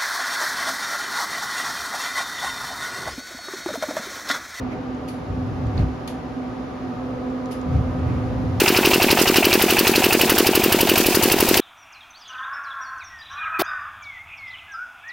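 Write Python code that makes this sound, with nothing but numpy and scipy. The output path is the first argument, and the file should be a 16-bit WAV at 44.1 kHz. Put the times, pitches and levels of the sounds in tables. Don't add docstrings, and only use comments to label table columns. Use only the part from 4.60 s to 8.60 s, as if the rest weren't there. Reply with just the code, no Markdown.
import sys
import numpy as np
from scipy import signal
from scipy.fft import rfft, irfft
from scipy.io import wavfile
from scipy.ndimage import uniform_filter1d

SR = 44100
rng = np.random.default_rng(int(sys.argv[2]) if len(sys.argv) > 2 else 0)


def generate_wav(sig):
    pcm = np.round(np.clip(np.atleast_2d(sig).T, -1, 1) * 32767).astype(np.int16)
    wavfile.write(sys.argv[1], SR, pcm)


N = 176400
T = np.arange(N) / SR
HZ = np.maximum(np.arange(N // 2 + 1) * SR / N, 1)


# frequency in Hz, level in dB per Hz.
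AIR_SPECTRUM = [(20, -51), (32, -57), (45, -59), (62, -57.5), (90, -64.5), (130, -66.5), (156, -58),
                (200, -63), (230, -60.5), (282, -55), (330, -63), (395, -60.5), (450, -65), (550, -66.5),
                (600, -63), (680, -69), (755, -63), (830, -70), (885, -66.5), (1060, -73.5), (1160, -67.5),
                (1280, -74), (1400, -74), (2000, -80), (3000, -86), (5000, -91.5), (7000, -98),
                (10500, -107), (13000, -112), (15000, -119)]
# time in seconds, mid gain in dB, treble gain in dB.
AIR_EQ_RIDE = [(0, 1.5, -5), (.7, -1, -1.5), (1.1, 0.5, -1), (1.7, -0.5, -2), (2.3, 0, -2),
               (2.75, -0.5, -2.5), (3.05, 0, -1.5), (3.5, 2, -2), (4, 1, 1.5)]

def hood_air(mid_hz=300, treble_hz=4500):
    air = rfft(noise(AIR_SPECTRUM))
    above_bass = 1 / (1 + (mid_hz / HZ) ** 4)
    treble_share = 1 / (1 + (treble_hz / HZ) ** 2)
    bass = irfft(air * (1 - above_bass), N)
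    mids = irfft(air * above_bass * (1 - treble_share), N)
    treble = irfft(air * above_bass * treble_share, N)
    mid_db, treble_db = automation(AIR_EQ_RIDE)
    return bass + from_db(mid_db) * mids + from_db(treble_db) * treble


# time in seconds, gain in dB.
HUM_RIDE = [(0, -30), (.5, -31), (.65, -38), (.77, -29.5), (1.0, -31), (1.4, -33), (1.67, -36.5),
            (1.82, -30), (2.05, -32), (2.11, -40.5), (2.22, -28), (2.38, -32), (2.48, -27), (2.58, -31.5),
            (2.69, -24.5), (2.77, -28.5), (3.2, -28.5), (4, -28.5)]
# pitch in Hz, far level in dB, near level in dB,
# fluttering share from 0 to 1, left minus right in dB.
FAN_TONES = [(119.1, -43.5, -42, 0.23, -5.5), (240.7, -44, -44.5, 0.06, -2), (250, -43, -39.5, 0.06, -4),
             (258.1, -40, -44, 0.16, -4), (495.7, -48.5, -43.5, 0.6, 5), (517.5, -49.5, -42, 0.3, -2),
             (741.7, -49, -46, 0.11, -1), (766, -55, -55, .4, 6), (995, -61.5, -54, 0.6, -6),
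             (1017, -57.5, -55.5, 0.6, -3.5), (1251, -56, -57, 0.9, -8)]

def fans():
    hum_db, = automation(HUM_RIDE)
    hum = from_db(hum_db) * fan_tone(254, far_db=-3.5, near_db=-2.5, flutter_share=0, pan_db=-3)
    return hum + sum(fan_tone(*row) for row in FAN_TONES)


def fan_tone(hz, far_db, near_db, flutter_share, pan_db, flutter_hz=11.4, speed_wander=.0005):
    mid, side = [rms_one(drift(flutter_hz) + 1j * drift(flutter_hz)) for _ in range(2)]
    width = np.interp(hz, HZ, colour(STEREO_WIDTH))
    flutter = mid + width * side * [[1], [-1]]
    amplitude = np.sqrt(1 - flutter_share) + np.sqrt(flutter_share) * flutter
    cycles = hz * T + np.cumsum(speed_wander * hz * drift(1.6)) / SR + rng.random()
    nearness = np.interp(T, (2.4, 2.41), [0, 1])
    level = from_db(far_db + (near_db - far_db) * nearness + pan_db * np.array([[.5], [-.5]]))
    return level * np.sqrt(2) * np.real(amplitude * np.exp(2j * np.pi * cycles))


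# time in seconds, level in dB.
WHIR_RIDE = [(1.9, -59), (2.3, -42), (2.8, -41), (3.1, -40.5), (3.4, -43.5), (4, -53)]
# frequency in Hz, relative level in dB.
WHIR_SPECTRUM = [(250, -29.5), (380, -1), (470, 3.5), (520, 4), (600, -4.5), (800, -9.5), (1000, -7.5),
                 (1150, -3.5), (1280, 0.5), (1400, -27), (2500, -48)]

def panel_whir():
    whir_db, = automation(WHIR_RIDE)
    return from_db(whir_db) * rms_one(noise(WHIR_SPECTRUM))


# time in seconds, rumble gain in dB, hiss level in dB.
RUB_RIDE = [(0, -37, -78), (.16, -46, -81), (.67, -43, -83), (.7, -27.5, -80), (1.0, -28, -77),
            (1.06, -24, -68), (1.12, -30.5, -74), (1.18, -19.5, -67), (1.27, -27.5, -73), (1.37, -52, -80),
            (3.02, -51, -86), (3.07, -25.5, -72), (3.16, -18, -59), (3.33, -28, -61), (3.48, -20, -62),
            (3.62, -25, -57), (3.78, -26, -61), (3.86, -23, -63), (4, -24.5, -60)]
# time in seconds, gain in dB.
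RUMBLE_BODY_RIDE = [(1.0, -1), (1.2, 2), (3.1, -8), (3.5, -2), (4, 0.5)]
# frequency in Hz, relative level in dB.
RUMBLE_SPECTRUM = [(20, -45), (40, -27), (60, -7.5), (85, 0), (110, 2.5), (145, -7.5), (200, -14.5),
                   (300, -16.5), (450, -26.5), (750, -34), (1200, -49), (2000, -73)]
HISS_SPECTRUM = [(800, 6), (2200, 5), (3800, -0.5), (6000, -3.5), (9000, -3), (12000, -13.5),
                 (16000, -13.5)]

def hand_rub(split_hz=190):
    rumble_db, hiss_db = automation(RUB_RIDE)
    body_db, = automation(RUMBLE_BODY_RIDE)
    friction = rfft(firm_grip(noise(RUMBLE_SPECTRUM)))
    body_share = 1 / (1 + (split_hz / HZ) ** 6)
    drone = irfft(friction * (1 - body_share), N)
    body = from_db(body_db) * irfft(friction * body_share, N)
    hiss = rms_one(noise(HISS_SPECTRUM))
    return from_db(rumble_db) * (drone + body) + from_db(hiss_db) * hiss


def firm_grip(friction, evenness=.85, window_s=.03):
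    power = uniform_filter1d(np.mean(friction ** 2, axis=0), size=int(window_s * SR))
    return rms_one(friction / (power + 0.046 * power.mean()) ** (evenness / 2))


# start in seconds, level in dB, pitch as a ratio to the modes.
HAND_BUMPS = [(.012, -30.5, .72), (0.699, -22, 0.86), (1.052, -19.5, 0.96), (1.15, -26, 0.83),
              (1.176, -13, .95), (1.199, -10.5, .88), (1.229, -18, .85), (3.066, -26, 1.16),
              (3.15, -16.5, 1.1), (3.19, -23, 0.94), (3.272, -23, 0.8), (3.552, -23, 1)]
# frequency in Hz, gain in dB, time to fall 60 dB in seconds.
CASING_MODES = [(53.7, -17, 0.25), (71.7, -2.5, 0.28), (107.8, 4, 0.1), (190, -8, 0.16)]

def hand_bumps(lowpass_hz=237):
    thuds = np.zeros(N)
    for start, db, pitch in HAND_BUMPS:
        age = np.maximum(T - start, 0)
        for hz, mode_db, t60 in CASING_MODES:
            envelope = from_db(db + mode_db + rng.normal(0, 1) - 60 * age / t60)
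            thuds += envelope * np.sin(2 * np.pi * pitch * hz * age)
    return signal.sosfilt(signal.butter(2, lowpass_hz, fs=SR, output="sos"), thuds)


# start in seconds, level in dB, contact length in seconds, body minus
# top in dB, lower ring in Hz, upper ring in Hz, time for the room tail to fall 60 dB in seconds.
METAL_TICKS = [(0.475, -46, .02, -0.5, 2350, 4530, 0.33), (1.474, -41, 0.0069, 0.5, 3370, 4430, 0.23),
               (2.906, -44, 0.022, -1.5, 2480, 5010, 0.26)]
# frequency in Hz, relative level in dB.
TICK_BODY_SPECTRUM = [(700, -12), (1700, -0.5), (2500, 3.5), (3300, 3), (4500, -1.5), (5400, -4.5),
                      (6400, -1.5), (7200, -3), (8500, -6.5), (10000, -8)]
TICK_TOP_SPECTRUM = [(6000, -28), (8500, -2), (9500, -3), (11000, -4), (13000, -14.5), (15500, -1)]

def metal_ticks(grit_db=4, ring_db=-6.5, contact_t60_s=0.031, room_db=-0.5, room_lowpass_hz=12500):
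    grit = rms_one(from_db(grit_db * drift(500)))
    body, top = rms_one(noise(TICK_BODY_SPECTRUM)), rms_one(noise(TICK_TOP_SPECTRUM))
    ticks = np.zeros((2, N))
    for start, db, length, body_db, low_hz, high_hz, room_t60 in METAL_TICKS:
        rings = ringing(low_hz, width_hz=260) + ringing(high_hz, width_hz=260)
        metal = top + from_db(body_db) * (body + from_db(ring_db) * rings)
        diffuse = irfft(rfft(metal[:, ::-1]) / (1 + (HZ / room_lowpass_hz) ** 10), N)
        attack = np.clip((T - start) / (0.61 * length), 0, 1)
        since_release = np.maximum(T - start - length, 0)
        contact = grit * from_db(-60 * since_release / contact_t60_s) * metal
        tail = from_db(room_db - 60 * since_release / room_t60) * diffuse
        ticks += from_db(db) * attack * (contact + tail)
    return ticks


# start in seconds, level in dB.
METAL_CLINKS = [(1.178, -42)]

def clink(rattle_db=5):
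    rattle = rms_one(from_db(rattle_db * drift(150)))
    return decays(METAL_CLINKS, t60_s=0.12) * rattle * ringing(4200, width_hz=380)


# peak time in seconds, friction level in dB, half length in seconds,
# rasp level in dB.
SCUFF_SWELLS = [(0.127, -41.5, 0.018, -43.5), (1.2, -36, 0.03, -47), (3.15, -41.5, 0.028, -52.5),
                (3.509, -47, 0.066, -50.5)]
# frequency in Hz, relative level in dB.
SCUFF_SPECTRUM = [(250, -8), (350, 8), (500, 7), (720, 14), (1000, -0.5), (1600, -0.5), (2600, -5),
                  (3400, -13), (5000, -13.5), (7000, -18.5), (12000, -30.5), (16000, -32)]

def scuffs():
    friction, rasp = rms_one(noise(SCUFF_SPECTRUM)), ringing(2160, width_hz=380)
    swells = np.zeros((2, N))
    for peak_s, db, half_s, rasp_db in SCUFF_SWELLS:
        envelope = 1 / (1 + ((T - peak_s) / half_s) ** 2)
        swells += envelope * (from_db(db) * friction + from_db(rasp_db) * rasp)
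    return swells


# start in seconds, level in dB.
DRY_CLICKS = [(.3475, -51), (1.069, -49), (2.701, -50), (2.858, -44), (3.0146, -45), (3.13, -53)]
# frequency in Hz, relative level in dB.
CLICK_SPECTRUM = [(1000, -8.5), (2500, 1), (7400, 7), (8200, -10), (10000, -15), (16000, -23)]

def clicks():
    return rms_one(noise(CLICK_SPECTRUM)) * decays(DRY_CLICKS, t60_s=.022)


# frequency in Hz, side minus mid in dB.
STEREO_WIDTH = [(60, -25), (200, -7), (280, -9), (400, -5.5), (750, -4), (1000, -1.5), (2400, -2.5),
                (4400, -2.5), (6200, -4), (7400, 2), (7850, 23.5), (8700, 20), (9200, 1.5), (10000, -3.5),
                (12000, -25.5), (13500, 2), (14500, 21.5)]

def noise(spectrum):
    mid, side = rfft(rng.standard_normal((2, N))) * np.sqrt(SR / 2) * colour(spectrum)
    width = colour(STEREO_WIDTH)
    return irfft(np.array([mid + width * side, mid - width * side]) / np.hypot(1, width), N)


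def ringing(hz, width_hz):
    white = rfft(rng.standard_normal((2, N)))
    return rms_one(irfft(white / (1 + ((HZ - hz) / width_hz) ** 2), N))


def drift(rate_hz):
    white = rfft(rng.standard_normal(N))
    return rms_one(irfft(white * (HZ > 1) / (1 + (HZ / rate_hz) ** 4), N))


def decays(hits, t60_s):
    return sum((T >= start) * from_db(db - 60 * np.maximum(T - start, 0) / t60_s) for start, db in hits)


def automation(ride, smooth_s=.012):
    times, *lanes = np.transpose(ride)
    return [uniform_filter1d(np.interp(T, times, lane), size=int(smooth_s * SR)) for lane in lanes]


def colour(points):
    hz, db = np.transpose(points)
    return from_db(np.interp(np.log(HZ), np.log(hz), db))


def from_db(db):
    return 10 ** (np.asarray(db) / 20)


def rms_one(x):
    return x / np.sqrt(np.mean(np.abs(x) ** 2) + 1e-20)


def scene():
    ventilation = hood_air() + fans() + panel_whir()
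    handling = hand_bumps() + hand_rub()
    return ventilation + handling + metal_ticks() + clink() + scuffs() + clicks()


def record(dry):
    low_cut = signal.butter(4, 52.7, "high", fs=SR, output="sos")
    top_cut = signal.ellip(10, .1, 80, 15800, fs=SR, output="sos")
    return signal.sosfilt(top_cut, signal.sosfilt(low_cut, dry))


dry = scene()
out = record(dry)
generate_wav(out)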